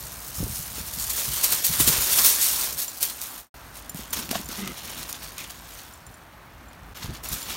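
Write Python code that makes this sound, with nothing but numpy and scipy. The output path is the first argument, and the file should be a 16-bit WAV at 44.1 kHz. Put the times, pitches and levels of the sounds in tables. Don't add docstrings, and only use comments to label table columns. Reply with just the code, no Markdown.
import sys
import numpy as np
from scipy import signal
from scipy.io import wavfile
from scipy.ndimage import map_coordinates

SR = 44100
rng = np.random.default_rng(int(sys.argv[2]) if len(sys.argv) > 2 else 0)


def materialize(psi):
    bounded = np.clip(np.atleast_2d(psi).T, -1, 1)
    quanta = np.round(bounded * 32767).astype(np.int16)
    wavfile.write(sys.argv[1], SR, quanta)


N = 333560
TIME = np.arange(N) / SR

# peak_s, level_db, fall_s, large_against_small_stones_db
STEPS = [(0.391, -35.5, 0.11, -18), (0.558, -34.0, 0.11, -23), (0.774, -33.0, 0.044, -10),
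         (0.882, -31.0, 0.014, -27), (0.943, -31.5, 0.019, -26), (1.006, -29.0, 0.079, -20),
         (1.107, -24.5, 0.034, -17), (1.189, -25.5, 0.071, -11.5), (1.339, -28.5, 0.048, -28),
         (1.444, -16.5, 0.023, -17.5), (1.526, -18.5, 0.024, -11), (1.655, -18.5, 0.036, -22),
         (1.739, -24.0, 0.049, -14), (1.808, -16.5, 0.034, -12.5), (1.882, -14.5, 0.035, -13.5),
         (1.949, -27.5, 0.094, -3.5), (2.021, -22.5, 0.047, -20), (2.128, -20.5, 0.085, -13),
         (2.19, -16.5, 0.04, -12), (2.262, -14.0, 0.066, -17.5), (2.437, -17.5, 0.077, -27),
         (2.62, -29.0, 0.08, -13), (2.795, -26.0, 0.047, -14), (2.826, -26.0, 0.022, -17),
         (3.028, -23.5, 0.041, -14), (3.102, -30.5, 0.015, -12), (3.231, -33.0, 0.052, -16.5),
         (3.769, -43.0, 0.049, -6.5), (3.992, -41.0, 0.088, -5), (4.134, -25.0, 0.012, -6.5),
         (4.18, -32.5, 0.06, -3), (4.313, -30.0, 0.014, -2), (4.357, -34.0, 0.044, -2),
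         (4.523, -38.0, 0.054, -0.5), (4.597, -40.5, 0.091, -2), (4.785, -43.0, 0.053, 0.5),
         (4.893, -42.0, 0.13, 0), (4.988, -36.0, 0.052, -2), (5.096, -33.5, 0.021, -10.5),
         (5.153, -41.0, 0.032, -0.5), (5.244, -40.5, 0.083, -3), (5.403, -40.0, 0.064, -1.5),
         (5.508, -43.0, 0.025, -2), (6.976, -44.5, 0.068, -0.5), (7.036, -43.5, 0.05, 3.5),
         (7.145, -43.0, 0.032, -1), (7.244, -37, 0.022, -6.5), (7.335, -30.5, 0.048, -6),
         (7.508, -34, 0.052, -3)]
# time_s, level_db
TRAMPLING = [(0, -40), (0.93, -38), (1.53, -26), (1.62, -31.5), (2.05, -26), (2.66, -28.5), (2.78, -40),
             (3.39, -40.5), (3.55, -53.5), (4.1, -51), (4.7, -45), (5.34, -56.5), (5.79, -45), (5.97, -56),
             (6.35, -63), (7.235, -61), (7.255, -39), (7.56, -41)]
# frequency_hz, relative_level_db (per Hz)
SMALL_STONES = [(150, -43), (700, -31), (2000, -15), (3200, -9.5), (4400, -3.5), (6300, -1.5), (9000, 0.5),
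                (12500, 1), (16000, -0.5)]
LARGE_STONES = [(100, -9.5), (300, -4), (520, -2.5), (760, -3), (1050, 1), (2000, -0.5), (3300, 2),
                (4500, 1), (7000, -2), (16000, -45)]
FLUNG_STONES = [(400, -17.5), (1800, -7), (4000, -1), (7000, -0.5), (16000, -12)]
# frequency_hz, relative_level_db (per Hz)
SAND = [(70, -34), (150, 4.5), (300, 3), (900, -35.5)]
# start_s, level_db, pitch_hz
STONE_CLACKS = [(0.9378, -18, 12800), (1.667, -4.5, 12760), (3.0295, -2, 9700), (3.034, -7, 8300),
                (3.099, -19, 5780), (3.216, -13, 8600), (3.7545, -25.5, 5640), (3.9465, -23.5, 11740),
                (4.131, -11, 12330), (4.2569, -17, 3760), (4.292, -8.5, 2648), (4.313, -7.5, 5920),
                (4.414, -18, 6760), (4.4893, -17.5, 8203), (4.6765, -8, 3520), (5.030, -12, 4335),
                (5.1279, -11, 7133), (5.382, -16, 7150), (6.732, -26.5, 3486), (7.238, -21, 7970),
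                (7.333, -15, 6834), (7.419, -15, 4990), (7.498, -17, 3970)]
# start_s, level_db, pitch_hz
BUMPS = [(0.403, -19.5, 152.4), (0.428, -21.5, 290), (0.465, -29, 400), (0.78, -29, 285),
         (1.801, -16.5, 279.8), (1.874, -18, 228), (1.890, -17.5, 160), (3.947, -24, 170.4),
         (3.992, -28.5, 216.3), (4.189, -27, 219), (4.311, -19.5, 236), (4.329, -21, 682),
         (4.348, -25, 1091), (4.354, -16.5, 690), (4.357, -19.5, 202), (4.397, -27, 209.4),
         (4.490, -30, 228), (7.042, -26, 109.6), (7.091, -23, 110), (7.100, -25.5, 208)]
# start_s, level_db, upper_tones_db
TAG_BLOWS = [(2.8804, -24, -11), (3.895, -29.5, 2.5), (4.1057, -36.5, 4.5), (4.4574, -35, 0),
             (5.9366, -41.5, 2.5), (6.066, -40.5, 3), (6.1417, -46, 6), (6.6837, -48, -13),
             (7.2877, -31, 6), (7.4279, -33, 5)]
# pitch_hz, level_db, time_to_fall_60_db_s
TAG_TONES = [(5723, -12, 0.03), (7221, -3, 0.056), (9670, -6.5, 0.036), (13707, -5, .035)]
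# pitch_hz, half_width_hz, level_db
THROAT = [(196.6, 54, 5.5), (391.6, 100, -7.5), (1262, 120, -5.5), (2060, 104, -6), (3000, 450, -14)]
# peak_s, level_db, fall_s
GUSTS = [(0.4, -29, 0.033), (0.44, -31, 0.044), (0.505, -33, 0.018), (0.605, -37, 0.022),
         (0.813, -32.5, 0.021), (0.986, -36.5, 0.031), (1.29, -34, 0.029), (1.525, -41, .022),
         (1.705, -31, 0.027), (1.819, -32, 0.059), (1.891, -32.5, 0.068), (1.987, -30, 0.014),
         (2.216, -46, 0.036), (7.051, -32, 0.019), (7.097, -31.5, 0.029), (7.319, -34.5, 0.027)]
# time_s, level_db
BREEZE = [(0.0, -41), (1.1, -42.5), (1.6, -48), (2.2, -46), (3.35, -51.5), (3.8, -44.5), (4.8, -46),
          (6.3, -48.5), (6.9, -44), (7.56, -44.5)]
# frequency_hz, relative_level_db (per Hz)
BREEZE_COLOUR = [(20, -20), (35, -9), (52, 12.5), (80, 4.5), (170, 0.5), (300, -15.5), (600, -14),
                 (2000, -42)]
GUST_COLOUR = [(20, -52.5), (40, 10), (60, 6.5), (110, 7.5), (200, -0.5), (320, -16.5), (700, -24.5),
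               (2500, -38.5)]
SEA_COLOUR = [(60, -24), (250, 4.5), (440, -3), (700, 3), (1100, 2.5), (1600, 0.5), (2500, -7), (4000, -14),
              (7000, -24), (16000, -19)]
# centre_hz, width_hz, level_db
PORT_DIPS = [(4900, 110, -4.5), (7640, 340, -2.5), (10480, 490, -4.5)]

GROUND_CHANGE_S = 3.542
PRESS_SHARE = 0.44
DEEP_COARSE_DB, THIN_COARSE_DB = -10.5, -4.5
FLUNG_SHARE, FLUNG_DB = 0.025, -10.5
PAD_DB, PAD_FALL_S, PAD_RISE_S = -13, 0.097, 0.033
SCRAPE_S, SCRAPE_RISE_S, SCRAPE_FALL_S, SCRAPE_DB = 5.39, 0.013, 0.1, -45
SCRAPE_HZ, SCRAPE_HZ_PER_S, SCRAPE_WIDTH_HZ = 2250, 6500, 450
GROWL_S, GROWL_LENGTH_S, GROWL_DB = 4.575, 0.159, -34
GROWL_ATTACK_S, GROWL_RELEASE_S = 0.017, 0.025
GROWL_HZ, GROWL_SAG_HZ_PER_S = 205.6, 150
GUST_RISE_SHARE = 0.51
SEA_DB = -48.5
FADE_S, QUIET_S = 0.11, 3.5
BLINK_S, BLINK_WIDTH_S, BLINK_DB = 6.941, 0.004, -20
TREBLE_EDGE_HZ = 15850


def amp(db):
    return 10 ** (np.asarray(db) / 20)


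def evened(x):
    return x / np.sqrt(np.mean(x ** 2) + 1e-20)


def curves(rows, t=TIME):
    s, *columns = np.transpose(rows)
    return [np.interp(t, s, c) for c in columns]


def add(mix, s, sound):
    part = mix[max(round(s * SR), 0):][:len(sound)]
    part += sound[:len(part)]


def filtered(x, db_at, size=8192):
    hz = abs(np.fft.fftfreq(size, 1 / SR))
    log_gain = np.log(amp(np.maximum(db_at(hz), -100)))
    taps = np.fft.ifft(np.exp(np.conj(signal.hilbert(log_gain)))).real
    return signal.oaconvolve(x, taps[:size // 2])[:N]


def coloured(x, spectrum):
    f, db = np.transpose(spectrum)

    def colour_db(hz):
        gain = amp(np.interp(np.log(hz + 1), np.log(f), db))
        return 20 * np.log10(evened(gain))

    return filtered(x, colour_db)


def swell(s, rise, fall):
    d = TIME - s
    decay = np.where(d < 0, (d / rise) ** 2, d / max(fall, 1e-3))
    return np.exp(-2 * np.minimum(decay, 20))


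def flutter(per_s):
    knots = rng.standard_normal(4096)
    return evened(np.interp(TIME * per_s, np.arange(len(knots)), knots))


def knocks(per_s, spread_db, ring_s, tick, count=60000, size=128):
    gap, pitch, weight, damping, side = rng.random((count, 5)).T
    at = np.searchsorted(np.cumsum(per_s) / SR, np.cumsum(-np.log(1 - gap)))
    at = at[at < N]
    pitch, weight, damping, side = (v[:len(at), None] for v in (pitch, weight, damping, side))
    t = np.arange(size) / SR
    rings = np.sin(np.pi * SR * pitch * t) * np.exp(-t / (ring_s * (0.5 + damping)))
    rings /= np.linalg.norm(rings, axis=1, keepdims=True) + 1e-9
    rings[:, 0] += tick
    force = evened(amp(spread_db * np.minimum(-np.log(1 - weight), 4.6))) * np.sign(side - 0.5)
    rings *= force * np.sqrt(SR / per_s[at, None] / (1 + tick ** 2))
    places = at[:, None] + np.arange(size)
    return np.bincount(places.ravel(), rings.ravel(), N + size)[:N]


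def scatter(x, wet_db, t60):
    keep = np.exp(-2 * np.log(1000) / (t60 * SR))
    tail_level = np.sqrt(signal.lfilter([1 - keep], [1, -keep], x ** 2))
    tail = tail_level * rng.standard_normal(N)
    return (x + amp(wet_db) * tail) / np.sqrt(1 + amp(wet_db) ** 2)


def shingle():
    small = amp(curves(TRAMPLING)[0]) ** 2
    large = small * amp(np.where(TIME < GROUND_CHANGE_S, DEEP_COARSE_DB, THIN_COARSE_DB)) ** 2
    for s, db, fall, coarse_db in STEPS:
        push = amp(db) ** 2 * swell(s, PRESS_SHARE * fall, fall)
        small = small + push
        large = large + push * amp(coarse_db) ** 2
    per_s = np.clip(2400 * (small / amp(-40) ** 2) ** 0.3, 1500, 12000)
    slips = amp(0.5 * flutter(per_s=83))

    small_knocks = knocks(per_s, spread_db=3.45, ring_s=0.0004, tick=1.15)
    fizz = scatter(small_knocks, wet_db=-3.5, t60=0.033) * slips * np.sqrt(small)
    large_knocks = knocks(per_s, spread_db=3.0, ring_s=0.0003, tick=1.03)
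    clatter = scatter(large_knocks, wet_db=1.5, t60=0.033) * slips * np.sqrt(large)
    flung = knocks(FLUNG_SHARE * per_s, spread_db=3.0, ring_s=0.0006, tick=1.2) * np.sqrt(large)

    fizz = amp(2.0) * coloured(fizz, SMALL_STONES)
    clatter = amp(2.5) * coloured(clatter, LARGE_STONES)
    return fizz + clatter + amp(FLUNG_DB) * coloured(flung, FLUNG_STONES)


def clustered(x, patchy_db, patch_s, patch_hz, size=512):
    overlap = 3 * size // 4
    hz, t, z = signal.stft(x, SR, nperseg=size, noverlap=overlap)
    field = rng.standard_normal((size, size))
    grid = np.meshgrid(hz / patch_hz, t / patch_s, indexing="ij")
    patches = evened(map_coordinates(field, grid, order=1, mode="wrap"))
    gain = evened(amp(patchy_db * patches))
    return signal.istft(z * gain, SR, nperseg=size, noverlap=overlap)[1][:N]


def clacks(ring_s=0.00071, ring_db=-14, chatter_s=0.0043, chatter_db=-17, size=1024):
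    out, t = np.zeros(N), np.arange(size) / SR
    for s, db, hz in STONE_CLACKS:
        knock = amp(chatter_db) * rng.standard_normal(size) * np.exp(-t / chatter_s)
        knock[:2] += [2, -1]
        dulling = signal.butter(1, min(1.3 * hz, 0.45 * SR), fs=SR)
        knock = signal.lfilter(*dulling, knock)
        ring = np.sin(2 * np.pi * hz * t) * np.exp(-t / ring_s)
        add(out, s, amp(db) * (knock + amp(ring_db) * ring))
    return amp(4.5) * coloured(out, [(300, -20.0), (1500, -16), (4000, -7.5), (16000, -1.5)])


def bumps(cycles=0.67, rise_s=0.001, scuff_db=-8, size=3000):
    out, t = np.zeros(N), np.arange(size) / SR
    for s, db, hz in BUMPS:
        scuff_band = signal.butter(2, [hz / 2, min(1.9 * hz, SR / 4)], "band", fs=SR, output="sos")
        scuff = evened(signal.sosfilt(scuff_band, rng.standard_normal(size)))
        fade = (1 - np.exp(-t / rise_s)) * np.exp(-t / (cycles / hz + 0.0036))
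        low_tone = np.sin(2 * np.pi * hz * t)
        add(out, s, amp(db) * fade * (low_tone + amp(scuff_db) * scuff))
    return amp(-0.5) * out


def padding():
    power = np.zeros(N)
    for s, db, _, coarse_db in STEPS:
        if s > GROUND_CHANGE_S:
            power += amp(db + coarse_db + PAD_DB) ** 2 * swell(s, PAD_RISE_S, PAD_FALL_S)
    unevenness = amp(3.1 * flutter(per_s=16))
    return np.sqrt(power) * unevenness * coloured(rng.standard_normal(N), SAND)


def scrape():
    hz = SCRAPE_HZ + SCRAPE_HZ_PER_S * np.clip(TIME - SCRAPE_S, 0, 2 * SCRAPE_FALL_S)
    low_pass = signal.butter(2, SCRAPE_WIDTH_HZ / 2, fs=SR)
    slow_noise = signal.lfilter(*low_pass, rng.standard_normal((2, N)))
    carrier = np.exp(2j * np.pi * np.cumsum(hz) / SR)
    band = evened(((slow_noise[0] + 1j * slow_noise[1]) * carrier).real)
    return amp(SCRAPE_DB) * np.sqrt(swell(SCRAPE_S, SCRAPE_RISE_S, SCRAPE_FALL_S)) * band


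def collar_tag(tick_db=-7, tick_s=0.002, size=6000):
    out, t = np.zeros(N), np.arange(size) / SR
    for s, db, upper_db in TAG_BLOWS:
        sound = amp(tick_db) * rng.standard_normal(size) * np.exp(-t / tick_s)
        for hz, level, t60 in TAG_TONES:
            wake_db = upper_db * (hz > 9000) + min(db + 30, 0) * (hz > 12000)
            tone = np.sin(2 * np.pi * (hz * t + rng.random()))
            sound += amp(level + wake_db - 60 * t / t60) * tone
        add(out, s, amp(db) * sound)
    return amp(3.5) * out


def growl(rough=0.5, jitter=0.05, shake_db=2.9):
    t = np.clip(TIME - GROWL_S, 0, GROWL_LENGTH_S)
    effort = np.minimum(np.minimum(t / GROWL_ATTACK_S, (GROWL_LENGTH_S - t) / GROWL_RELEASE_S), 1)
    hz = GROWL_HZ - GROWL_SAG_HZ_PER_S * t
    turns = np.cumsum(hz * (1 + jitter * flutter(per_s=130))) / SR
    pulses = np.diff(np.floor(turns), prepend=0) - hz / SR
    puffs = rng.standard_normal(N) * (0.35 + np.exp(-(turns % 1) / 0.36))
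    drive = (1 - rough) * evened(pulses) + rough * evened(puffs)

    def throat_db(f):
        return 20 * np.log10(sum(amp(db) / (1 + ((f - hz) / width) ** 2) for hz, width, db in THROAT))

    voice = evened(filtered(drive, throat_db))
    return effort * amp(GROWL_DB + shake_db * flutter(per_s=70)) * voice


def wind():
    gust_power = sum(amp(db) ** 2 * swell(s, GUST_RISE_SHARE * fall, fall) for s, db, fall in GUSTS)
    breeze_level = amp(curves(BREEZE)[0] + 1.8 * flutter(per_s=17))
    breeze_noise, gust_noise = rng.standard_normal((2, N))
    breeze = amp(-3.5) * breeze_level * coloured(breeze_noise, BREEZE_COLOUR)
    return breeze + np.sqrt(gust_power) * coloured(gust_noise, GUST_COLOUR)


def sea():
    surge_db = 0.7 * flutter(per_s=2.5)
    return amp(SEA_DB + surge_db) * coloured(rng.standard_normal(N), SEA_COLOUR)


def scene():
    stones = clustered(shingle(), patchy_db=1.3, patch_s=0.05, patch_hz=230)
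    near = stones + clacks() + bumps() + padding() + scrape()
    mono = near + collar_tag() + growl() + wind() + sea()
    return np.array([mono, mono])


def record(dry):
    def port_db(f):
        return sum(db * np.exp(-((f - hz) / width) ** 2) for hz, width, db in PORT_DIPS)

    fade_out = np.clip((QUIET_S - TIME) / FADE_S, 0.004, 1) ** 1.7
    fade = np.where(TIME < GROUND_CHANGE_S, fade_out, 1)
    blink = amp(BLINK_DB * np.exp(-((TIME - BLINK_S) / BLINK_WIDTH_S) ** 2))
    heard = np.array([filtered(x, port_db) for x in dry]) * fade * blink
    treble_limit = signal.firwin(511, TREBLE_EDGE_HZ, window=("kaiser", 9), fs=SR)
    return signal.oaconvolve(heard, treble_limit[None], "same")


dry = scene()
out = record(dry)
materialize(out)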